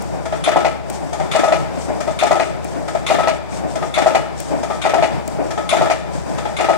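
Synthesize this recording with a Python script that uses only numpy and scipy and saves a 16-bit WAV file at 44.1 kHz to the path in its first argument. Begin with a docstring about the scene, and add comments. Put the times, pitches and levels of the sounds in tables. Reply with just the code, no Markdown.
"""First a motor hums and whirrs and a tiny tick sounds; then a tablet press strikes every 0.875 s in a small
room. In each stroke the linkage taps four times, the cam clacks, and three heavy blows ring the frame and
rattle the guards. In between, the feed shoe shudders and scrapes over powder, and now and then something ticks.
Ringing metal is a sum of fading sine waves; scrapes, clanks and whirr are noise shaped by tone and loudness.
All of it is heard from close by, in stereo."""
import sys
import numpy as np
from scipy.fft import rfft, irfft, next_fast_len
from scipy.io import wavfile
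from scipy.ndimage import map_coordinates

SR = 44100
rng = np.random.default_rng(int(sys.argv[2]) if len(sys.argv) > 2 else 0)


def generate_wav(signal):
    """Clip the signal to [-1, 1] and save it as 16-bit WAV at the path in sys.argv[1]."""
    frames = np.transpose(np.atleast_2d(signal))
    scaled = np.clip(frames, -1, 1) * 32767
    pcm = np.round(scaled).astype(np.int16)
    wavfile.write(sys.argv[1], SR, pcm)


N = 298557  # length in samples


def amp(db):
    """Turn decibels into a gain."""
    return 10 ** (np.asarray(db) / 20)


def unit(x):
    """Scale to an average strength (rms) of 1."""
    return x / np.sqrt(np.mean(x ** 2) + 1e-20)


def along(points, hz):
    """Read a curve of (f/Hz, value) points, joined by straight lines on a log frequency axis."""
    f, v = np.transpose(points)
    return np.interp(np.log(hz + 1), np.log(f + 1), v)


def wobble(rate):
    """A smooth random curve with `rate` random points a second."""
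    knots = rng.standard_normal(int(N * rate / SR) + 4)
    return map_coordinates(knots, [np.arange(N) * rate / SR])


def add(track, s, sound):
    """Mix a sound into a track from time s (seconds) on."""
    part = track[..., max(round(s * SR), 0):][..., :sound.shape[-1]]
    part += sound[..., :part.shape[-1]]


# how alike the left and right sounds are before level and lag are set: f/Hz, likeness (1 = the same)
ALIKE = [(60, 0.93), (150, 1), (340, 0.94), (500, 0.47), (650, 0.6), (900, 0.15), (1300, 0.2), (4300, 0.16),
         (6000, .05)]
# how much louder the left microphone is than the right: f/Hz, level/dB
LEFT = [(60, -1), (110, 2), (200, 1.5), (380, 5), (700, 5), (1290, 3), (2380, 4.5), (4400, 5.5), (8120, 15),
        (15000, -4.5)]
# how far the right microphone lags behind the left: f/Hz, lag/rad
LAG = [(300, 3), (450, 3), (620, 1.37), (800, 0.3), (1250, 0.08), (2100, -0.5), (3400, -5.8), (4500, -8)]
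RAGGED_DB = 4  # size of the random peaks and dips in the spectrum


def ringing_noise(spectrum):
    """Stereo noise of rms 1 through a dense forest of fixed resonances; the microphones oppose in the bass."""
    size = next_fast_len(N)
    hz = np.fft.rfftfreq(size, 1 / SR)
    knots = np.geomspace(20, SR / 2, num=1100)
    forest = np.interp(hz, knots, rng.standard_normal(len(knots)))
    forest *= hz / (hz + 800)  # smoother towards the bass
    shape = amp(along(spectrum, hz) + RAGGED_DB * forest)
    # a shared and an opposite part, mixed to give the wanted likeness
    turn = np.arccos(np.clip(along(ALIKE, hz), -1, 1)) / 2
    mid, side = rfft(rng.standard_normal((2, size))) * shape * [np.cos(turn), np.sin(turn)]
    lean = amp(along(LEFT, hz) / 2)
    left = (mid + side) * lean
    right = (mid - side) / lean * np.exp(-1j * along(LAG, hz))
    pair = np.array([left, right]) / np.hypot(lean, 1 / lean)
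    return unit(irfft(pair, size)[:, :N])


ROOM_T60 = 0.87  # s for the room's tail to fall by 60 dB


def decays(hits, attack, room_db):
    """Loudness curve of (t/s, level/dB, t60/s) hits: each rises, dies fast and leaves a tail in the room."""
    power, t = np.zeros(N), np.arange(SR) / SR
    for s, db, t60 in hits:
        direct = amp(-60 * t / max(t60, .005)) ** 2
        tail = amp(room_db - 60 * t / ROOM_T60) ** 2
        rise = (1 - np.exp(-t / attack)) ** 2
        add(power, s, amp(db) ** 2 * (direct + tail) * rise)
    return np.sqrt(power)


def struck(table, hits, attack, scatter_db, right_db, detune):
    """Each (t/s, level/dB) hit rings a table of modes; strength, phase and pitch vary from hit to hit."""
    out, t = np.zeros((2, N)), np.arange(SR // 5) / SR
    hz, level, t60, lag = np.transpose(table)
    fade = amp(-60 * t / t60[:, None]) * (1 - np.exp(-t / attack))
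    ears = np.array([np.ones(len(hz)), amp(right_db) * np.exp(-1j * lag)])
    for s, db in hits:
        size, phase, shift = rng.standard_normal((3, len(hz)))
        modes = fade * np.exp(2j * np.pi * np.outer(hz * (1 + detune * shift), t))
        strength = amp(db + level + scatter_db * size) * np.exp(.3j * phase)
        add(out, s, ((ears * strength) @ modes).imag)
    return out


# one row per turn of the crank, used by most parts below: t/s of the middle blow, then changes from the usual:
# cam clack level/dB, loose steel level/dB, shoe scrape level/dB, arm shudder level/dB
STROKES = [(.56, -2, -3, -2, -2.5), (1.435, -2, 1, -2, -3), (2.31, -2, 0, 2, 3.5),
           (3.186, 0, -1.5, -1.5, -1), (4.061, -2.5, -1, -0.5, -1), (4.937, -5, -2.5, 1.5, 3.5),
           (5.812, 1, -1.5, -2, 3), (6.687, -5.5, -2, 0, -2.5)]
UNEVEN_DB = 1  # no two strokes land quite alike


def each_stroke(pattern):
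    """Repeat a pattern of knocks on every stroke, a little unevenly; gives its columns with absolute times."""
    rows = []
    for s, _, steel_db, _, _ in STROKES:
        for at, db, clank_db, chink_db, *rest in pattern:
            rows.append((s + at, db, clank_db, chink_db + steel_db, *rest))
    rows = np.array(rows)
    rows[:, 1:4] += UNEVEN_DB * rng.standard_normal((len(rows), 3))
    return rows[rows[:, 0] < N / SR].T


# tones of the motor: multiple of the shaft speed, level/dB within the hum, right against left level/dB
HUM = [(2, -14, -1), (3, 13.5, -10.5), (4, 1.5, -2), (5, 8.5, -2), (6, 5.5, -2), (7, -6, 5)]
# tone of the steady whirr of belt and gears: f/Hz, relative level/dB (per Hz)
WHIRR_SPECTRUM = [(25, -30), (50, -0.5), (85, -6.5), (150, 11), (215, 2.5), (340, 1.5), (500, -3),
                  (650, -0.5), (880, -3.5), (1100, -12), (2300, -19.5), (3200, -28), (8000, -31.5),
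                  (12000, -44.5), (15000, -49)]
HUM_DB, HUM_WAVER_DB = -45.5, 1.7  # hum level and its small wavering
HUM_DIP_DB, HUM_DIP_S = 4.5, 0.14  # dip around the blows: depth and half-width


def motor():
    """Multiples of the shaft speed, slightly unsteady and weaker during the blows, over a whirr of belt and gears."""
    shaft_hz, t = 24.8, np.arange(N) / SR
    turns = np.cumsum(shaft_hz * (1 + 0.0043 * wobble(4.08))) / SR
    hum = np.zeros((2, N))
    for k, db, right_db in HUM:
        tone = np.sin(2 * np.pi * (round(k) * turns + rng.random()))
        hum += amp(db) * np.outer([1, -amp(right_db)], tone)  # the right microphone hears it upside down
    pressing = sum(np.exp(-((t - s) / HUM_DIP_S) ** 2) for s, *_ in STROKES)
    hum_db = HUM_DB - HUM_DIP_DB * pressing + HUM_WAVER_DB * wobble(16)
    whirr = amp(-25.5 + 1.95 * wobble(12)) * ringing_noise(WHIRR_SPECTRUM)
    return amp(hum_db) * hum + whirr


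# scrape of the feed shoe over one stroke, out and back: t/s from the middle blow, level/dB before stroke changes
SHOE = [(-.6, -65), (-.55, -42), (-.49, -38.5), (-.44, -46.5), (-.34, -42.5), (-.26, -52.5), (-.19, -41),
        (-.13, -52.5), (.19, -45.5), (.27, -68)]
# tone of the scrape, also of loose steel in taps and blows: f/Hz, relative level/dB (per Hz)
CHINK_SPECTRUM = [(2500, -2), (4200, -0.5), (5600, 3), (8000, 3), (9700, -6.5), (12200, -18.5),
                  (14500, -20), (16000, -48)]
# dull tone of the shuddering arm, also of the thumping joints: f/Hz, relative level/dB (per Hz)
SHUDDER_SPECTRUM = [(90, -18), (200, -10), (280, 2.5), (350, -3.5), (480, -12), (620, 0.5), (850, -13),
                    (1200, -23), (2500, -29.5), (4000, -60)]
# the shoe's arm on its way back: s from the middle blow, usual level, decay in s
SHUDDER_AT_S, SHUDDER_DB, SHUDDER_T60 = -0.431, -17, 0.48


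def feed_shoe():
    """The shoe slides to and fro with every stroke: powder hisses under it and its arm shudders."""
    t, (offset, scrape_db) = np.arange(N) / SR, np.transpose(SHOE)
    travel = np.zeros(N)
    for s, _, _, db, _ in STROKES:
        travel += amp(db + np.interp(t - s, offset, scrape_db, left=-np.inf, right=-np.inf))
    grain = amp(3.1 * wobble(20) + 1.46 * wobble(900))  # slow and fast roughness
    scrape = travel * grain * ringing_noise(CHINK_SPECTRUM)
    hits = [(s + SHUDDER_AT_S, SHUDDER_DB + db, SHUDDER_T60) for s, *_, db in STROKES]
    swell = decays(hits, attack=0.0093, room_db=-27)
    shudder = swell * amp(1.2 * wobble(60)) * ringing_noise(SHUDDER_SPECTRUM)
    return scrape + shudder


# small hard ticks: t/s, level/dB
TICKS = [(0.0214, -25.5), (0.8997, -19), (2.645, -26), (4.402, -20), (5.2776, -21)]
# bright tone of a tick: f/Hz, relative level/dB (per Hz)
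TICK_SPECTRUM = [(800, -20), (2500, -2), (5000, -1), (8000, 11), (12000, -1.5), (15500, -3)]


def ticks():
    """A tiny dry contact: a noise burst that is gone in a few milliseconds but for a faint room tail."""
    hits = [(s, db, .016) for s, db in TICKS]
    return decays(hits, attack=0.00025, room_db=-29) * ringing_noise(TICK_SPECTRUM)


# play in the joints gives way at the same points of every stroke:
# t/s from the middle blow, thump level/dB, click level/dB, t60/s
JOINTS = [(-.216, -25.5, -37, .075), (-.202, -28.5, -41, 0.051), (-.1, -19, -21, 0.18),
          (-.071, -22.5, -31, .072), (-.042, -8.5, -25, 0.039), (.044, -28, -25, .03),
          (.086, -13.5, -21.5, .052), (.098, -19.5, -22.5, 0.13), (.338, -20, -35.5, 0.088)]
# tone of the click: f/Hz, relative level/dB (per Hz)
CLICK_SPECTRUM = [(700, -12), (1200, 6), (1750, 2), (2400, 8.5), (2900, -2.5), (3600, -10.5), (4500, -6.5),
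                  (5500, -11), (8500, -24), (11000, -45)]


def joints():
    """As the load reverses, each loose joint gives a short click and a dull thump."""
    rows = [(s + at, *rest) for s, *_ in STROKES for at, *rest in JOINTS]
    s, thump_db, click_db, t60 = np.transpose(rows)
    thump = decays(zip(s, thump_db, t60), attack=0.0026, room_db=-22) * ringing_noise(SHUDDER_SPECTRUM)
    click = decays(zip(s, click_db, t60), attack=0.0011, room_db=-17) * ringing_noise(CLICK_SPECTRUM)
    return thump + click


# tone of the clack: f/Hz, relative level/dB (per Hz)
CAM_SPECTRUM = [(650, -35), (1100, -1), (1350, 0), (1840, -19), (1960, -7), (2190, -1), (3110, -7.5),
                (3320, -8), (3500, 1.5), (3910, -5), (4810, -17), (6750, -11), (9790, -17.5), (12600, -35),
                (15000, -39)]
# ringing tones of the cam: central f/Hz, relative level/dB, t60/s, lag/rad at the right microphone
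CAM_MODES = [(2120, 1.5, 0.43, 1), (2205, 2.5, 0.3, -3), (3170, -2, 0.23, 0.5), (3446, 1.5, 0.26, 0),
             (3740, -5, 0.25, -1.5), (3930, -15, 0.21, -9), (6670, -8, 0.18, -1.5),
             (7300, -6.5, 0.086, -3.5), (9720, -2, 0.094, 0.5)]
# s from the middle blow, usual level, decay in s
CLACK_AT_S, CLACK_DB, CLACK_T60 = -.1215, -19, 0.25
CAM_RING_DB = -10  # the ring against the clack


def cam():
    """Just before the blows steel meets steel with a sudden bright clack and a short ring."""
    hits = [(s + CLACK_AT_S, CLACK_DB + db, CLACK_T60) for s, db, *_ in STROKES]
    ring_hits = [(s, db + CAM_RING_DB) for s, db, _ in hits]
    ring = struck(CAM_MODES, ring_hits, attack=0.0013, scatter_db=5.0, right_db=-5.5, detune=0.0029)
    clack = decays(hits, attack=0.001, room_db=-9.5) * ringing_noise(CAM_SPECTRUM)
    return ring + clack


# light taps of slack in the linkage, two before the blows and two between them; levels before stroke changes:
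# t/s from the middle blow, knock level/dB, guard clank level/dB, steel chink level/dB,
# t60/s of boom, clank and chink
TAPS = [(-.307, -13, -25.5, -29.5, 0.14), (-.237, -7.5, -24.5, -38, 0.14), (-.045, -8.5, -18.5, -29, .16),
        (.043, -9, -24, -37, 0.21)]
# ringing tones of the frame, for taps and blows: central f/Hz, relative level/dB, t60/s,
# lag/rad at the right microphone
FRAME_MODES = [(338.5, -25, 0.62, 3), (398.8, -21, 0.17, 4.8), (555, -22, 0.34, 1.7),
               (600, -13.5, 0.16, 2.6), (644, -1.5, 0.12, 0.94), (691.6, -1, 0.099, 1.35),
               (763, -1.5, 0.071, 0.69), (849.6, -7.5, 0.074, 1.4), (934, -20, 0.12, 2.3),
               (1000, -17, 0.12, 0.39), (1193, -23.5, 0.25, 0.5), (1285, -18.5, 0.39, 0.72),
               (1425, -28.5, 0.34, 0.51)]
# tone of the booming housing, for taps and blows: f/Hz, relative level/dB (per Hz)
HOUSING_SPECTRUM = [(120, -42), (250, -8), (350, -4), (500, -10), (640, 4.5), (720, -9.5), (860, -1),
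                    (1100, -34.5), (1500, -64)]
# tone of the clanking guards, for taps and blows: f/Hz, relative level/dB (per Hz)
GUARD_SPECTRUM = [(700, -11), (1080, -7), (1290, 11.5), (1500, -3.5), (1750, 4), (2020, -2), (2420, -2),
                  (2800, -10), (3450, -6), (4200, -15), (5000, -15.5), (7000, -36)]


def taps():
    """Slack is taken up with light knocks: frame, housing, guards and steel answer."""
    s, db, clank_db, chink_db, t60 = each_stroke(TAPS)
    ring = struck(FRAME_MODES, zip(s, db - 5.5), attack=0.0072, scatter_db=6.0, right_db=-10, detune=0.015)
    boom = decays(zip(s, db - 9, t60), attack=0.0017, room_db=-10.5) * ringing_noise(HOUSING_SPECTRUM)
    clank = decays(zip(s, clank_db, t60), attack=0.0028, room_db=-10.5) * ringing_noise(GUARD_SPECTRUM)
    chink = decays(zip(s, chink_db, t60), attack=0.002, room_db=-10.5) * ringing_noise(CHINK_SPECTRUM)
    chatter = unit(amp(0.4 * wobble(300)))
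    return ring + boom + chatter * (clank + chink)


# tone of the rattling guards: f/Hz, relative level/dB (per Hz)
RATTLE_SPECTRUM = [(900, -14), (1500, -1), (2100, 6.5), (2900, -2), (4500, -7.5), (5500, -14.5),
                   (8500, -15), (11000, -40)]
RATTLE_S, RATTLE_T60 = .045, 0.028  # s: longest run, decay of one contact
RATTLE_DB, RATTLE_FALL_DB = -19.5, -6.5  # first contact, change over the longest run


def rattle(count=6):
    """The last blow of a stroke throws the loose guards into a quick run of fading contacts."""
    last_blow = BLOWS[-1][0]
    hits = []
    for s, *_ in STROKES:
        for u in (0, *rng.random(count - 1)):  # place within the run, 0 to 1
            hits.append((s + last_blow + RATTLE_S * u, RATTLE_DB + RATTLE_FALL_DB * u, RATTLE_T60))
    return decays(hits, attack=0.0005, room_db=-24.5) * ringing_noise(RATTLE_SPECTRUM)


# the three heavy blows of every stroke; levels before stroke changes: t/s from the middle blow, knock level/dB,
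# guard clank level/dB, steel chink level/dB, clank t60/s, shortest t/s until the rebound
BLOWS = [(-.085, -2.5, -21.5, -25.5, 0.18, .015), (-.0005, -1, -23.5, -26, 0.27, .018),
         (.087, -3, -20, -27, 0.1, .012)]
# ringing tones of the guards: central f/Hz, relative level/dB, t60/s, lag/rad at the right microphone
GUARD_MODES = [(1640, -11, 0.28, 8), (1783, -18, 0.1, 4), (1973, 3, 0.12, 0), (1943, 2, 0.17, 1),
               (2370, -3, 0.13, -2), (2500, 2, 0.15, 2), (2880, -3.5, 0.33, -1.5), (4480, -2, 0.16, 10)]
REBOUND_SPREAD_S, REBOUND_DB = 0.00507, -10  # the parts fly apart and meet a second time
BOOM_T60, CHINK_T60 = 0.23, 0.22  # s: housing and loose steel


def blows():
    """The punch drive slams and rebounds: the frame rings, the housing booms, guards and loose steel chatter."""
    s, db, clank_db, chink_db, t60, flight = each_stroke(BLOWS)
    ring = struck(FRAME_MODES, zip(s, db), attack=0.0022, scatter_db=1.5, right_db=-6.5, detune=0.0102)
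    again = s + flight + REBOUND_SPREAD_S * rng.random(len(s))
    rebound = struck(FRAME_MODES, zip(again, db + REBOUND_DB),
                     attack=0.0016, scatter_db=3.5, right_db=-7.5, detune=0.016)
    guards = struck(GUARD_MODES, zip(s, clank_db - 5),
                    attack=0.0041, scatter_db=2, right_db=-8, detune=0.008)
    boom_hits = [(at, level - 12.5, BOOM_T60) for at, level in zip(s, db)]
    boom = decays(boom_hits, attack=0.0068, room_db=-9.0) * ringing_noise(HOUSING_SPECTRUM)
    clank = decays(zip(s, clank_db, t60), attack=0.0021, room_db=-13) * ringing_noise(GUARD_SPECTRUM)
    chink_hits = [(at, level, CHINK_T60) for at, level in zip(s, chink_db)]
    chink = decays(chink_hits, attack=0.0064, room_db=-33) * ringing_noise(CHINK_SPECTRUM)
    chatter = unit(amp(2.5 * wobble(300)))
    return ring + rebound + guards + boom + chatter * (clank + chink)


def scene():
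    """All parts of the press together."""
    return motor() + feed_shoe() + ticks() + joints() + cam() + taps() + rattle() + blows()


TOP_HZ = 16000  # nothing sounds above this pitch


def record(dry):
    """Rounds off the tallest peaks and leaves out everything above TOP_HZ."""
    rounded = dry / (1 + np.abs(dry) ** 8) ** (1 / 8)
    size = next_fast_len(N + SR // 2)
    in_band = np.fft.rfftfreq(size, 1 / SR) < TOP_HZ
    return irfft(rfft(rounded, size) * in_band, size)[:, :N]


dry = scene()
out = record(dry)
generate_wav(out)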